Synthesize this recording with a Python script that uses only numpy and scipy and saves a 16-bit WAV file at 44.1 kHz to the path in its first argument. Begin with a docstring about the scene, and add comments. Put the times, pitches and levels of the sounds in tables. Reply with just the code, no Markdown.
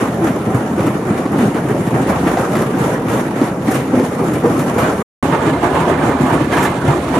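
"""Jaw crusher at an open quarry

Steel jaws chew boulders, about three and a half strokes a second. With each bite the frame rumbles,
stone crunches and grit sprays; blocks knock, groan, split and clang on the liners over a deep drone.
We listen from above the feed hopper and then, after a short silence, from beside the flywheel,
where gravel also hisses off a distant belt."""
import sys
import numpy as np
from scipy import signal
from scipy.io import wavfile
from scipy.ndimage import uniform_filter1d, minimum_filter1d

SR = 44100
rng = np.random.default_rng(int(sys.argv[2]) if len(sys.argv) > 2 else 0)


def to_wav(s):
    """Save 16-bit WAV."""
    ch = np.atleast_2d(s).T  # columns
    pcm = np.round(np.clip(ch, -1, 1) * 32767)  # PCM
    wavfile.write(sys.argv[1], SR, pcm.astype(np.int16))


N = 317079
TIME = np.arange(N) / SR
CUTOFF_HZ = 14800
EARS = np.array([[1], [-1]])  # left, right


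def from_db(db):
    """Decibels to gain."""
    return 10 ** (np.asarray(db) / 20)


def rms_one(x):
    """Scale to an rms of one."""
    return x / np.sqrt(np.mean(x ** 2) + 1e-20)


def in_time(rows):
    """Each column of an automation curve at every sample."""
    times, *columns = np.transpose(rows)
    return [np.interp(TIME, times, column) for column in columns]


def at_hz(points, hz):
    """Read a curve on a log-frequency axis."""
    freqs, values = np.transpose(points)
    return np.interp(np.log(hz), np.log(freqs), values)


def add_at(track, start_s, sound):
    """Mix a sound into a stereo track."""
    start = int(start_s * SR)
    track[:, start:start + sound.shape[1]] += sound[:, :N - start]


def band(x, low_hz, high_hz, order=2):
    """Butterworth band-pass."""
    sos = signal.butter(order, [low_hz, min(high_hz, SR / 2 - 100)], "band", fs=SR, output="sos")
    return signal.sosfilt(sos, x + 1e-18)


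def resonance(x, hz, width_hz):
    """Two-pole resonance with a peak gain of one."""
    r = np.exp(-np.pi * width_hz / SR)
    feedback = [1, -2 * r * np.cos(2 * np.pi * hz / SR), r * r]
    return signal.lfilter(np.array([1, 0, -1]) * (1 - r * r) / 2, feedback, x + 1e-18)


def brightened(x, treble_db, corner_hz):
    """Treble shelf; lows and highs are each filtered twice to stay in phase."""
    crossover = [signal.butter(2, corner_hz, kind, fs=SR, output="sos") for kind in ("low", "high")]
    lows, highs = (signal.sosfilt(np.vstack([sos, sos]), x) for sos in crossover)
    return lows + from_db(treble_db) * highs


def drift(rate_hz):
    """Smooth random wander with an rms of one."""
    hop, run_in = 40, 2000
    r = np.exp(-2 * np.pi * rate_hz * hop / SR)
    slow = signal.lfilter([1], [1, -2 * r, r * r], rng.standard_normal(N // hop + run_in + 2))[run_in:]
    return np.interp(np.arange(N) / hop, np.arange(len(slow)), rms_one(slow))


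def evened(x, seconds):
    """Hold the running level of the centre at one, keeping the faster grain."""
    size = max(int(seconds * SR), 2)
    power = uniform_filter1d(uniform_filter1d(x.mean(0) ** 2, size), size)
    return x / np.sqrt(np.maximum(power, 1e-20))


def fractures(per_s, size_db, t60, bed):
    """Envelope of a hail of small breaks of uneven size, each dying quickly, over a smooth bed."""
    onsets = rng.random(N) < per_s / SR
    sizes = from_db(size_db * np.minimum(rng.exponential(1, N), 3))
    energy = signal.lfilter([1], [1, -from_db(-120 / (t60 * SR))], onsets * sizes ** 2 + 1e-18)
    return np.sqrt(energy / energy.mean() + bed)


def coloured(drive, spectrum, width, lean, flicker_db):
    """Noise shaken by a drive, in roughly third-octave bands with their own flicker, width and lean."""
    low_hz, high_hz = spectrum[0][0], min(spectrum[-1][0], CUTOFF_HZ)
    edges = np.geomspace(low_hz, high_hz, int(3 * np.log2(high_hz / low_hz)) + 3)
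    shaken = rng.standard_normal((2, 2, N)) * drive
    out = 0
    for k, (low, high) in enumerate(zip(edges, edges[1:])):
        hz = np.sqrt(low * high)
        mid, side = band(shaken[k % 2], low, high)
        pair = (mid + EARS * side * from_db(at_hz(width, hz))) * from_db(EARS * at_hz(lean, hz) / 2)
        out = out + pair * from_db(at_hz(spectrum, hz) + flicker_db * drift(rate_hz=15))
    return out


def steel(x, modes):
    """Plates and frame ring on at their own notes with whatever shakes them."""
    return x + sum(from_db(db) * resonance(x, hz, width_hz) for hz, width_hz, db in modes)


def conveyor(level_db=-45.5, side_db=-2):
    """Crushed gravel pours off a distant belt: an even hiss between the strokes."""
    mid, side = band(rng.standard_normal((2, N)), 2700, 4600)
    return from_db(level_db) * rms_one(mid + EARS * from_db(side_db) * side)


def drone():
    """The whole machine sways in two narrow, deep resonances."""
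    # fader ride of the drone: (time [s], level [dB])
    ride = [(0, -38), (1.95, -42), (2.15, -29), (2.5, -38), (4.1, -42), (4.7, -35.5), (5.9, -31),
            (6.5, -34), (7.19, -32)]
    # notes of the machine's body: (pitch [Hz], half-width of each filter pass [Hz], relative level [dB])
    body_modes = [(79.2, 5.4, -1.5), (65, 12, -5)]
    level_db, = in_time(ride)
    shaking = rng.standard_normal((1, N))
    notes = 0
    for hz, half_width, db in body_modes:
        first_pass = resonance(shaking, hz, 2 * half_width)
        notes += from_db(db) * rms_one(resonance(first_pass, hz, 2 * half_width))
    return from_db(level_db) * evened(notes, seconds=0.76)


def groans(waver=0.028, rough=0.16, overtone_db=-14):
    """A wedged block judders along steel: a hollow note swells and fades, gliding with sliding speed."""
    # sliding blocks: (time [s], length [s], first pitch [Hz], last pitch [Hz], level [dB])
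    slides = [(0.184, 0.14, 383.2, 243.7, -13.5), (1.065, 0.092, 365, 318, -15),
              (1.394, 0.073, 278, 178, -11), (3.914, 0.11, 246, 255, -13.5), (4.202, 0.14, 402, 286, -16.5),
              (4.432, 0.054, 483, 475, -13), (5.452, 0.061, 317, 345, -12), (5.503, 0.06, 261, 289, -14),
              (6.206, 0.07, 245.6, 261, -14), (6.33, 0.047, 324, 348.5, -14.5)]
    out = np.zeros(N)
    wobble = 1 + waver * drift(rate_hz=40)
    grip = 1 + rough * drift(rate_hz=49)
    for s, length_s, from_hz, to_hz, db in slides:
        now = slice(int(s * SR), int((s + length_s) * SR))
        progress = np.linspace(0, 1, now.stop - now.start)
        hz = (from_hz + (to_hz - from_hz) * progress) * wobble[now]
        phase = 2 * np.pi * np.cumsum(hz) / SR
        swell = np.sqrt(np.abs(np.sin(np.pi * progress))) * grip[now]
        out[now] += from_db(db) * swell * (np.sin(phase) + from_db(overtone_db) * np.sin(2 * phase))
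    return out


def clangs(lean, trim_db=-4.5, t60=0.3, rough=0.36, overtone_db=-13, tick_db=-5, tick_t60=0.02):
    """A stone hits a liner plate: a hard tick, then a short ring roughened by the rubble lying on it."""
    # hits on the liners: (time [s], relative level [dB], note of the plate [Hz])
    hits = [(1.552, -30, 2270), (4.783, -17, 1300), (4.842, -17, 1547), (5.322, -26, 1850),
            (5.535, -28, 2100), (6.026, -27, 1740), (6.255, -14, 1122), (6.523, -29, 2320),
            (6.534, -15.5, 1650), (6.571, -28, 2200), (6.63, -23, 1690), (6.668, -21, 2075),
            (7.142, -12.5, 990)]
    out, age = np.zeros((2, N)), TIME[:SR // 3]
    for s, hit_db, hz in hits:
        ring = 0
        for mode_hz, db in [(hz, 0), (1.9 * hz, overtone_db)]:
            rattle = rms_one(resonance(rng.standard_normal((2, len(age))), mode_hz, width_hz=90))
            decay = from_db(db - 60 * age / t60 * mode_hz / hz)
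            ring += (np.sin(2 * np.pi * mode_hz * age) + rough * rattle) * decay
        tick = rms_one(band(rng.standard_normal((2, len(age))), hz / 2, 2 * hz))
        tick *= from_db(tick_db - 60 * age / tick_t60)
        add_at(out, s, (ring + tick) * from_db(hit_db + trim_db + EARS * at_hz(lean, hz) / 2))
    return out


def splits(body_db=-24.5, snap_db=-1.5, body_t60=0.2, snap_t60=0.19, step_s=0.006, step_gain_db=1):
    """A stone gives way: the crack runs in three sharp steps and throws a crackling spray of chips."""
    # splitting stones: (time [s], relative crack level [dB], relative treble snap [dB])
    cracks = [(0.268, 0, -39), (0.547, -13, -37), (0.781, -7, -52), (0.866, 1, -34), (1.318, -15, -41),
              (1.39, -1, -41), (1.545, -4.5, -42), (1.687, -5.5, -40), (1.868, -7, -37), (2.269, 1.5, -54),
              (2.554, 5.5, -33), (2.615, -3, -37), (2.785, -10, -37), (3.085, -1, -37), (3.113, -2, -41),
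              (3.71, -5, -29), (3.744, -1, -32), (4.335, -6, -34.5), (4.592, 1, -31), (4.782, 2, -28),
              (6.524, 7, -37), (6.57, 7, -33), (6.627, 3.5, -27), (6.651, 0, -42)]
    body_env, snap_env, steps = np.zeros((3, N))
    for s, crack_db, treble_db in cracks:
        start = int(s * SR)
        age = TIME[:N - start]
        body_env[start:] += from_db(crack_db + body_db - 60 * age / body_t60)
        snap_env[start:] += from_db(treble_db + snap_db - 60 * age / snap_t60)
        for k, late in enumerate(rng.random(3)):
            delay = int(k * (1 + late / 2) * step_s * SR)
            steps[start + delay] += (-1) ** k * from_db(crack_db + k * step_gain_db)
    chips = rng.standard_normal(N) + 0.25 * rng.standard_normal((2, N))
    crackle = fractures(per_s=500, size_db=2.5, t60=0.007, bed=1.5)
    spray = rms_one(band(chips * crackle, 6200, 12600))
    body = rms_one(band(band(chips, 790, 1500, order=1), 294, 2600))
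    return band(steps, 380, 1900) + body_env * body + snap_env * spray


def stone_ring(age, low_hz=386, high_hz=1525, width_hz=8.9, t60=0.15, count=9):
    """A rough contact sets scattered notes of a block ringing at once, the high ones weaker."""
    scuff = rng.standard_normal(2 * len(age)) + 0.26 * rng.standard_normal((2, 2 * len(age)))
    notes = np.geomspace(low_hz, high_hz, count) * rng.uniform(0.91, 1.5, count)
    ringing = sum(resonance(scuff, hz, width_hz) * low_hz / hz for hz in notes)
    return rms_one(ringing[:, len(age):]) * from_db(-60 * age / t60)  # starts at full ring


def knocks(thud_trim_db=-15.5, clack_trim_db=-5.5, damping=0.52, roll_db=-2, roll_t60=0.095):
    """A block lands with a dull thud and a stony clack, then rolls briefly at the pitch of the thud."""
    # blocks landing on the jaws: (time [s], relative thud [dB], pitch [Hz], relative clack [dB])
    landings = [(0.544, 1, 121, -29), (0.548, 6.5, 217, -33), (0.793, -4, 173, -13.5), (0.868, 6, 250, -30),
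                (1.106, 10.5, 212, -27), (1.254, 6, 283, -17), (1.566, -11, 350, -14),
                (2.097, 0.5, 200, -20), (2.262, 6.5, 346, -20), (2.371, 2, 700, -11), (2.74, 2.5, 257, -34),
                (3.415, 11.5, 274, -11), (3.684, 6, 253, -32), (3.972, 5, 249, -32), (3.998, 2, 344, -13),
                (4.445, -1, 487, -24), (4.783, -4, 330, -11.5), (5.32, 1, 156, -18), (5.634, 3, 404, -25),
                (6.878, 2, 121, -14)]
    out, age = np.zeros((2, N)), TIME[:SR // 4]
    for s, thud_db, hz, clack_db in landings:
        thud = age * np.exp(-np.pi * damping * hz * age / 2) * np.sin(2 * np.pi * hz * age)
        thud /= np.abs(thud).max()
        roll = rms_one(band(rng.standard_normal(len(age)), 0.72 * hz, 1.23 * hz))
        roll *= from_db(roll_db - 60 * age / roll_t60)
        clack = from_db(clack_db + clack_trim_db) * stone_ring(age)
        add_at(out, s, from_db(thud_db + thud_trim_db) * (thud + roll) + clack)
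    return out


def tumbling(colour, ring_cycles=204, count=1000, low_hz=450, high_hz=2500, spread_db=10.5, pan_db=2.5):
    """Loose stones click together at random, each at its own note; small, high ones die away soonest."""
    out, age = np.zeros((2, N)), TIME[:SR // 8]
    for when, pitch, force, side in rng.random((count, 4)):
        hz = low_hz * (high_hz / low_hz) ** pitch
        decay = from_db(at_hz(colour, hz) + spread_db * force - 60 * age * hz / ring_cycles)
        ring = np.sqrt(hz) * np.sin(2 * np.pi * hz * age) * decay
        add_at(out, when * N / SR, ring * from_db(EARS * pan_db * (side - 0.5)))
    return rms_one(out)


def surge(age, hold_s, peak_db, rise_db_per_s, fall_db_per_s):
    """Power envelope that builds up to age zero, holds and dies away."""
    below_db = fall_db_per_s * np.maximum(age - hold_s, 0) - rise_db_per_s * np.minimum(age, 0)
    return from_db(peak_db - below_db) ** 2


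def jaw_effort():
    """Level rides in dB for rumble, crunch and grit: strokes and brief swells rise out of the churn."""
    # steady churn of the rubble: (time [s], rumble [dB], crunch [dB], grit [dB])
    churn = [(0,-21,-23,-44), (1.8,-24,-28,-47.5), (2.3,-22,-18.5,-38), (3.05,-20.5,-25,-49.5),
             (4.1,-23.5,-27,-46.5), (4.8,-20,-22,-43.5), (5.3,-34.5,-26,-41.5), (5.85,-18.5,-17.5,-44),
             (6.5,-20.5,-23.5,-44), (7.19,-24,-22.5,-40)]
    # the jaw closes on the rock: (time [s], squeeze [s], rumble [dB], crunch [dB], grit [dB])
    strokes = [(0.004, 0.019, -19, -19.5, -38), (0.244, 0.037, -18.5, -20, -39.5),
               (0.544, 0.045, -23, -20.5, -46), (0.8, 0.07, -17, -22, -43.5),
               (1.091, 0.056, -23, -25, -46.5), (1.388, 0.088, -16, -22.5, -39.5),
               (1.698, 0.019, -17, -18.5, -42.5), (1.946, 0.048, -14.5, -20, -42),
               (2.241, 0.022, -15.5, -27, -57), (2.552, 0.048, -17.5, -24, -39),
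               (2.8, 0.056, -18.5, -18.5, -36.5), (3.1, 0.076, -20, -19.5, -36.5),
               (3.379, 0.093, -35, -22, -41.5), (3.686, 0.085, -19, -21, -36.5),
               (3.945, 0.049, -15, -19.5, -42), (4.262, 0.017, -20, -22.5, -41),
               (4.49, 0.12, -17.5, -24.5, -41), (4.795, 0.085, -20, -15.5, -36.5),
               (5.225, 0.052, -15, -19.5, -38.5), (5.457, 0.035, -16, -16.5, -38),
               (5.75, 0.046, -20.5, -16, -35.5), (6.042, 0.043, -17.5, -16, -36.5),
               (6.278, 0.071, -24, -18, -38.5), (6.539, 0.11, -19.5, -17, -33),
               (6.87, 0.059, -16, -17.5, -37), (7.142, 0.06, -15.5, -17, -35)]
    # stroke envelope, a row each for rumble, crunch and grit: (delay [s], rise [dB/s], fall [dB/s])
    stroke_shapes = [(0.0013, 150, 109), (0.0029, 245, 120), (0.005, 217, 148)]
    # brief swells between the bites: (time [s], rumble [dB], crunch [dB], grit [dB])
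    swells = [(0.474,-17,-24,-56), (0.709,-18,-31,-47), (0.944,-21,-27,-47), (1.18,-20,-22.5,-42),
              (1.329,-12,-21,-54), (1.559,-17,-21,-45), (1.644,-18,-30,-45), (1.796,-15,-25,-42),
              (1.87,-19,-27,-45), (2.092,-18,-15.5,-37), (2.395,-24,-17,-39), (2.92,-35,-18.5,-39.5),
              (3.241,-38,-27,-42), (4.045,-37,-24,-36), (4.13,-36,-23,-43.5), (4.197,-16,-20.5,-44),
              (4.348,-15,-23,-42.5), (4.439,-14,-16.5,-44), (4.68,-21.5,-25,-37.5), (4.988,-17.5,-27,-60),
              (5.331,-23,-12,-39), (5.637,-17,-12.5,-36), (5.885,-25,-14.5,-36), (6.213,-12,-28,-36),
              (6.335,-12,-19,-38.5), (6.411,-14,-33,-39)]
    # swell envelope, a row per layer: (rise [dB/s], fall [dB/s])
    swell_shapes = [(1104, 327), (700, 107), (396, 187)]
    # depth of the swing between bites and lulls: (rumble [factor], crunch [factor], grit [factor])
    swing = [1, 1.01, 0.96]
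    swell_hold_s = 0.0091
    clock, rides = TIME[::40], []
    for layer, churn_db in enumerate(in_time(churn)):
        delay_s, rise, fall = stroke_shapes[layer]
        power = sum(surge(clock - s - delay_s, hold, db[layer], rise, fall) for s, hold, *db in strokes)
        power += sum(surge(clock - s, swell_hold_s, db[layer], *swell_shapes[layer]) for s, *db in swells)
        level_db = 10 * np.log10(from_db(churn_db) ** 2 + np.interp(TIME, clock, power))
        rides.append(level_db.mean() + swing[layer] * (level_db - level_db.mean()))
    return rides


def rumble(load_db, colour, modes, width, lean, trim_db):
    """Boulders jostle in the chamber and shake the frame in proportion to the load."""
    jolts = fractures(per_s=90, size_db=1.5, t60=0.022, bed=0.91)
    shake = steel(coloured(jolts, colour, width, lean, flicker_db=1), modes)
    return from_db(load_db + trim_db) * evened(shake, seconds=0.052)


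def grinding(bite, crunch_eq, grit_eq, modes, width, lean, stones_db, crunch_trim_db, grit_trim_db):
    """Rock crumbles in the jaws: coarse breaks crunch, loose stones clatter, fine breaks spray as grit."""
    crunch_db, grit_db = bite
    breaks = fractures(per_s=250, size_db=5, t60=0.1, bed=2.7)
    grains = fractures(per_s=1100, size_db=2, t60=0.011, bed=6.4) * breaks ** 1.34
    crunch = rms_one(coloured(breaks, crunch_eq, width, lean, flicker_db=1.85))
    clatter = from_db(stones_db) * tumbling(crunch_eq)
    crunch = evened(steel(crunch + clatter, modes), seconds=0.14)
    grit = evened(coloured(grains, grit_eq, width, lean, flicker_db=1.2), seconds=0.33)
    # the finer the rock breaks, the brighter the crunch
    fineness_db = grit_db - crunch_db - np.mean(grit_db - crunch_db)
    crunch = brightened(crunch, 0.85 * fineness_db, corner_hz=1700)
    return from_db(crunch_db + crunch_trim_db) * crunch + from_db(grit_db + grit_trim_db) * grit


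def above_hopper(load_db, bite, blows):
    """The crusher from over its feed opening, with a bright spray of grit."""
    # tone curves of the three layers: (frequency [Hz], relative level [dB])
    rumble_eq = [(24, -51), (40, -22), (64, -23), (129, 0), (162, 1.5), (238, 3.5), (349, 0), (428, -8.5),
                 (450, -2.5), (580, -27), (990, -120)]
    crunch_eq = [(220, -50.5), (380, -4.5), (471, -5), (710, -6), (766, -9), (1190, -12), (1330, -19.5),
                 (1460, -14.5), (2040, -21.5), (5000, -40.5), (6500, -73.5), (11000, -120)]
    grit_eq = [(3000, -14), (4000, -4.5), (4800, 0.5), (6300, 12.5), (8000, 7.5), (10300, 10.5),
               (12400, 3.5), (13600, -4)]
    # ringing steel: (pitch [Hz], bandwidth [Hz], gain [dB])
    modes = [(117, 32, -7.5), (483, 2.7, -2), (768, 10, -7), (1340, 25, 0)]
    # stereo width: (frequency [Hz], side minus mid [dB])
    width = [(100, -38), (250, -23.5), (650, -10), (1300, -2), (5000, -1), (9000, -0.5), (12500, -12)]
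    # stereo balance: (frequency [Hz], left minus right [dB])
    lean = [(400, 0), (2300, -1.5), (4300, -1), (8000, 3), (13000, -1)]
    frame = rumble(load_db, rumble_eq, modes, width, lean, trim_db=1.34)
    rock = grinding(bite, crunch_eq, grit_eq, modes, width, lean,
                    stones_db=-9, crunch_trim_db=-0.6, grit_trim_db=-0.54)
    return frame + rock + steel(blows, modes) + clangs(lean)


def beside_flywheel(load_db, bite, blows):
    """The crusher from its side: more clatter, duller grit, the upper mids leaning right."""
    # tone curves of the three layers: (frequency [Hz], relative level [dB])
    rumble_eq = [(24, -48), (40, -32), (64, -12), (103, -3), (139, 1), (211, 0.5), (248, 5), (335, 0),
                 (450, -13), (580, -1.5), (990, -120)]
    crunch_eq = [(220, -20), (380, 3.5), (673, -4), (742, -1.5), (961, -1), (1460, -9), (1700, -12),
                 (1960, -24.5), (2300, -14.5), (5000, -42.5), (6500, -79), (11000, -120)]
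    grit_eq = [(3000, 4), (4000, -2.5), (5200, -7.5), (6800, 6), (8000, -3), (9600, 3), (12000, -7.5),
               (13700, -19), (14700, -22)]
    # ringing steel: (pitch [Hz], bandwidth [Hz], gain [dB])
    modes = [(141, 54, -3), (285, 50, -9.5), (352, 6.7, -4), (692, 26, -2.5), (1730, 83, 1), (2084, 28, 4),
             (2300, 55, -9)]
    # stereo width: (frequency [Hz], side minus mid [dB])
    width = [(100, -40), (250, -24), (650, -8.5), (1300, -4.5), (5000, 0.5), (9000, -5), (12500, -5)]
    # stereo balance: (frequency [Hz], left minus right [dB])
    lean = [(450, 0), (1100, -5), (2300, -10), (4300, -6.5), (8000, .5)]
    frame = rumble(load_db, rumble_eq, modes, width, lean, trim_db=0.7)
    rock = grinding(bite, crunch_eq, grit_eq, modes, width, lean,
                    stones_db=-6.5, crunch_trim_db=-0.5, grit_trim_db=-1.4)
    return frame + rock + steel(blows, modes) + clangs(lean)


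def heard(start_s, end_s):
    """Gate for one listening place, with a quick fade at either end."""
    return np.interp(TIME, [start_s - 0.001, start_s, end_s - 0.003, end_s + 0.004], [0, 1, 1, 0])


def scene():
    """The same machine from two places, with silence between them."""
    load_db, *bite = jaw_effort()
    blows = knocks() + groans() + splits()
    above = above_hopper(load_db, bite, blows)
    beside = beside_flywheel(load_db, bite, blows) + conveyor()
    hum = drone()
    return (above + hum) * heard(0, 5.024) + (beside + hum) * heard(5.227, 7.2)


def record(dry):
    """A narrow dip in the treble, a fast peak limiter and a steep high cut."""
    dipped = dry - 0.76 * resonance(dry, hz=7860, width_hz=190)
    window = int(0.003 * SR)
    gain = 1 / np.maximum(np.abs(dipped).max(0), 1)
    limited = dipped * uniform_filter1d(minimum_filter1d(gain, window), window)
    return signal.sosfilt(signal.ellip(10, 0.1, 80, CUTOFF_HZ, fs=SR, output="sos"), limited)


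dry = scene()
out = record(dry)
to_wav(out)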